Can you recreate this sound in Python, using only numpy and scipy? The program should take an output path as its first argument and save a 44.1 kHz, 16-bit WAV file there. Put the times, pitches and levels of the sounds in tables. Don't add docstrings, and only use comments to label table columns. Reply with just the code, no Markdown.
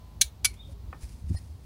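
import sys
import numpy as np
from scipy import signal
from scipy.fft import rfft, irfft, next_fast_len
from scipy.io import wavfile
from scipy.ndimage import map_coordinates

SR = 44100
rng = np.random.default_rng(int(sys.argv[2]) if len(sys.argv) > 2 else 0)


def master(y):
    cut = np.clip(np.atleast_2d(y).T, -1, 1)
    pcm = np.round(cut * 32767)
    wavfile.write(sys.argv[1], SR, pcm.astype(np.int16))


N = 72765


def amp(db):
    return 10 ** (np.asarray(db) / 20)


def unit(x):
    return x / np.sqrt(np.mean(x ** 2) + 1e-20)


def clock():
    return np.arange(N) / SR


def along(points, hz):
    point_hz, value = np.transpose(points)
    return np.interp(np.log(hz + 1), np.log(point_hz + 1), value)


def noise(colour):
    m = next_fast_len(N + SR // 4)
    gain = amp(along(colour, np.fft.rfftfreq(m, 1 / SR)))
    spectrum = rfft(rng.standard_normal(m)) * gain
    return unit(irfft(spectrum, m)[:N])


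def wobble(knots_per_s):
    knots = rng.standard_normal(N // 8)
    return map_coordinates(knots, [clock() * knots_per_s], mode="wrap")


def tone(hz, blur_rad):
    phase = 2 * np.pi * (hz * clock() + rng.random())
    return np.sqrt(2) * np.sin(phase + blur_rad * wobble(240))


def struck(contacts, t60_s):
    kicks = np.zeros(N)
    for start_s, level_db in contacts:
        kicks[int(start_s * SR)] += amp(level_db) ** 2
    keep = np.exp(-np.log(1e6) / (t60_s * SR))
    energy = signal.lfilter([1], [1, -keep], kicks)
    return np.sqrt(energy)


def swell(peak_s, level_db, rise_s, fall_s):
    t = clock() - peak_s
    return amp(level_db) * np.exp(-np.maximum(-t / rise_s, t / fall_s))


def echo(x, t60s, delay_s):
    hz, t, z = signal.stft(rng.standard_normal(SR // 2), SR, nperseg=256)
    decay = np.exp(-np.log(1000) * t / along(t60s, hz)[:, None])
    tail = signal.istft(z * decay, SR, nperseg=256)[1]
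    delayed = np.pad(x, (int(delay_s * SR), 0))
    return signal.fftconvolve(delayed, tail / np.linalg.norm(tail))[:N]


def background():
    # freq_hz, relative_db
    rumble_colour = [(8, -47), (25, -26), (35, -23), (52, 1.5), (68, -1.5), (95, -3), (125, -14),
                     (240, -22), (350, -29.5), (900, -68)]
    air_colour = [(100, 8), (350, -1), (600, -0.5), (1000, -3.5), (1500, -12.5), (2500, -14.5),
                  (4200, -12.5), (7000, -19.5), (12000, -21.5), (15500, -20)]
    # time_s, level_db
    rumble_level = [(0, -47.5), (0.172, -44.5), (.36, -45.5), (0.479, -42.5), (.6, -47.5), (.68, -40),
                    (.78, -46.5), (0.879, -38.5), (.99, -44.5), (1.17, -41.5), (1.4, -42.5), (1.65, -46.5)]
    air_level = [(0, -58), (.3, -58.5), (.6, -59), (.75, -59.5), (.95, -57), (1.2, -60.5), (1.65, -60)]
    # peak_s, level_db, rise_s, fall_s, pitch_hz
    hums = [(.06, -66.5, 0.26, 0.1, 1010), (0.514, -56.5, 0.013, 0.0073, 370), (.59, -75, 0.049, .05, 2420),
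            (0.693, -53.5, 0.0051, 0.015, 553), (.745, -61, 0.007, 0.085, 405)]
    rumble = amp(np.interp(clock(), *np.transpose(rumble_level))) * noise(rumble_colour)
    air = amp(np.interp(clock(), *np.transpose(air_level))) * noise(air_colour)
    humming = sum(swell(*shape) * tone(hz, blur_rad=0.085) for *shape, hz in hums)
    return rumble + air + humming


def garage(x):
    # freq_hz, t60_s
    room_t60s = [(200, 0.35), (2300, 0.19), (5000, 0.14), (10000, 0.13), (16000, 0.24)]
    return amp(-24.5) * echo(x, room_t60s, delay_s=0.016)


def snap(contacts, modes, clash_colour, ring_db, clash_db, clash_t60_s, crack_db):
    crack_t60_s = 0.0083
    ring_spill_db, clash_spill_db = -2.5, 3.5
    low_cut_hz = 700
    ring = np.zeros(N)
    for hz, mode_db, t60_s in modes:
        ring += amp(ring_db + mode_db) * struck(contacts, t60_s) * tone(hz, blur_rad=0.24)
    clash_envelope = amp(clash_db) * struck(contacts, clash_t60_s)
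    crack_envelope = amp(crack_db) * struck(contacts, crack_t60_s)
    clash = (clash_envelope + crack_envelope) * noise(clash_colour)
    room = garage(amp(ring_spill_db) * ring + amp(clash_spill_db) * clash)
    highpass = signal.butter(2, low_cut_hz, "highpass", fs=SR, output="sos")
    return signal.sosfilt(highpass, ring + clash + room)


def first_snap():
    # start_s, relative_db
    contacts = [(.2080, -36.5), (.2122, -3.5), (.2147, 3), (.2160, -1.5), (.2186, -3.5)]
    # freq_hz, relative_db, t60_s
    modes = [(1610, -19, .05), (2287, -13, .07), (2660, -16, .035), (3876, -3, .033), (4060, -5, .033),
             (4265, -2, .033), (5405, -10, .028), (5698, -4, .028), (6122, -7, .028), (6443, 2, .023),
             (6730, 0, .026), (8362, -11, .03), (8658, -10, .03), (9257, -8, .032), (9922, -4, .035)]
    # freq_hz, relative_db
    clash_colour = [(300, -53), (900, -40), (1700, -21), (2800, -13), (3900, 0), (5000, -10.5),
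                    (6300, -3.5), (7600, -13), (9700, -3.5), (10800, -16.5), (15500, -19.5)]
    return snap(contacts, modes, clash_colour, ring_db=-23.5, clash_db=-17, clash_t60_s=0.043, crack_db=-26)


def second_snap():
    # start_s, relative_db
    contacts = [(.4425, -29.5), (.4462, -4.5), (.4478, 0), (.4511, 1), (.4537, 2), (.4575, -6.5)]
    # freq_hz, relative_db, t60_s
    modes = [(760, -23, .04), (1200, -18, .04), (1470, -13, .06), (2287, -3, .085), (3140, -4, .035),
             (3430, -2, .035), (4310, -14, .13), (4812, 0, .023), (5925, -2, .026), (6068, 0, .026),
             (7912, -6, .028), (9990, -1, .03), (10447, 4, .025), (10665, 0, .032), (12100, -11, .03),
             (12610, -5, .022)]
    # freq_hz, relative_db
    clash_colour = [(300, -39.5), (800, -17.5), (1400, -12), (2300, 1), (3900, -1), (5000, 8), (7500, -0.5),
                    (10400, 7.5), (11500, -5), (13500, -13.5), (15500, -18)]
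    return snap(contacts, modes, clash_colour, ring_db=-29, clash_db=-21, clash_t60_s=0.04, crack_db=-29)


def squeak():
    # time_s, pitch_hz, level_db (before flutter)
    glide = [(0.504, 2150, -60), (.525, 2200, -67), (0.541, 2650, -67.5), (0.557, 3050, -78),
             (.572, 3400, -65), (0.584, 3680, -72), (0.597, 3620, -53.5), (.614, 3680, -55),
             (0.623, 3496, -60.5), (.645, 3330, -65), (0.669, 3280, -93)]
    flutter_db = 3
    grip_db, waver_share = -61, 0.053
    time_s, pitch_hz, level_db = np.transpose(glide)
    t = clock()
    sounding = (t > time_s[0]) * (t < time_s[-1])
    level = amp(np.interp(t, time_s, level_db) + flutter_db * wobble(140)) * sounding
    loose = 1 / (1 + (level / amp(grip_db)) ** 2)
    pitch = np.interp(t, time_s, pitch_hz) * (1 + waver_share * loose * wobble(400))
    direct = np.sqrt(2) * level * np.sin(2 * np.pi * np.cumsum(pitch) / SR)
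    return direct + amp(-5) * echo(direct, [(3000, 0.32)], delay_s=0.014)


def fingers(grain_db):
    # peak_s, level_db, rise_s, fall_s
    rubs = [(0.542, -58, 0.007, 0.015), (0.726, -61.5, 0.043, 0.0073), (1.03, -51.5, 0.019, 0.029),
            (1.09, -61, 0.0048, 0.012), (1.125, -62.5, 0.028, 0.11), (1.295, -59.5, 0.01, 0.0056),
            (1.35, -54.5, 0.022, 0.0095), (1.386, -57, 0.0054, 0.0098), (1.42, -65.5, 0.027, 0.15),
            (1.645, -68.5, 0.02, .02)]
    # freq_hz, relative_db
    rub_colour = [(500, -29.5), (1500, -4), (2400, -0.5), (3300, -6.5), (5000, 1.5), (7500, -2.5),
                  (10000, 0.5), (12500, -12.5), (15500, -13)]
    # freq_hz, level_db
    clip_sing = [(1875, -53), (4258, -52), (4899, -52), (5383, -55.5), (9238, -50.5), (10514, -63)]
    grain = unit(noise(rub_colour) * amp(grain_db * wobble(600)))
    rub = sum(swell(*row) for row in rubs) * grain
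    sing = np.zeros(N)
    for hz, level_db in clip_sing:
        sing += swell(1.373, level_db, rise_s=0.009, fall_s=0.008) * tone(hz, blur_rad=0.67)
    return rub + sing


def tap():
    # start_s, relative_db, cutoff_hz
    taps = [(0.9284, -37.5, 2740), (0.9455, -50, 2800), (1.347, -41.5, 715)]
    # freq_hz, relative_db, t60_s
    modes = [(566, -12.5, 0.051), (787.7, -5.5, 0.034), (1122, -3, 0.02), (1227, -9.5, 0.043),
             (1532, -9, 0.034), (1800, -8, 0.051)]
    # freq_hz, relative_db
    knock_colour = [(200, -25), (500, -24), (800, 4), (1250, 9.5), (1800, -12), (2400, 3), (4000, -23),
                    (12000, -38.5)]
    out = np.zeros(N)
    for start_s, tap_db, cutoff_hz in taps:
        contact = [(start_s, tap_db)]
        ring = sum(amp(db) * struck(contact, t60_s) * tone(hz, blur_rad=0.85) for hz, db, t60_s in modes)
        knock = amp(-3.5) * struck(contact, t60_s=0.043) * noise(knock_colour)
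        lowpass = signal.butter(3, cutoff_hz, fs=SR, output="sos")
        out += signal.sosfilt(lowpass, ring + knock)
    return out


def bumps():
    # start_s, level_db (before onset and decay), pitch_hz, t60_s
    pushes = [(1.032, -29.5, 60, 0.24), (1.241, -26.5, 70.8, 0.39), (1.3015, -14.5, 108.7, 0.046),
              (1.3125, -15.5, 92.6, 0.086), (1.3426, -17, 80, 0.068)]
    # freq_hz, relative_db
    thud_colour = [(80, -12), (160, -1), (255, 5), (380, -21), (700, -38), (2000, -72)]
    onset_s = 0.0029
    out = swell(1.313, -33, rise_s=0.012, fall_s=0.011) * noise(thud_colour)
    for start_s, level_db, hz, t60_s in pushes:
        t = np.maximum(clock() - start_s, 0)
        onset = 1 - np.exp(-(t / onset_s) ** 2)
        decay = np.exp(-np.log(1000) * t / t60_s)
        out -= amp(level_db) * np.sin(2 * np.pi * hz * t) * decay * onset
    return out


def scene():
    snaps = first_snap() + second_snap()
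    knocks = tap()
    knock_room = amp(5.5) * garage(knocks)
    small_sounds = squeak() + fingers(grain_db=2.0) + bumps()
    return (background() + snaps + small_sounds + knocks + knock_room)[None]


def record(dry):
    top_hz, edge_hz = 15900, 400
    m = next_fast_len(N + SR // 4)
    hz = np.fft.rfftfreq(m, 1 / SR)
    gain = np.clip((top_hz - hz) / edge_hz + 0.5, 0, 1) ** 2
    return irfft(rfft(dry, m) * gain, m)[..., :N]


dry = scene()
out = record(dry)
master(out)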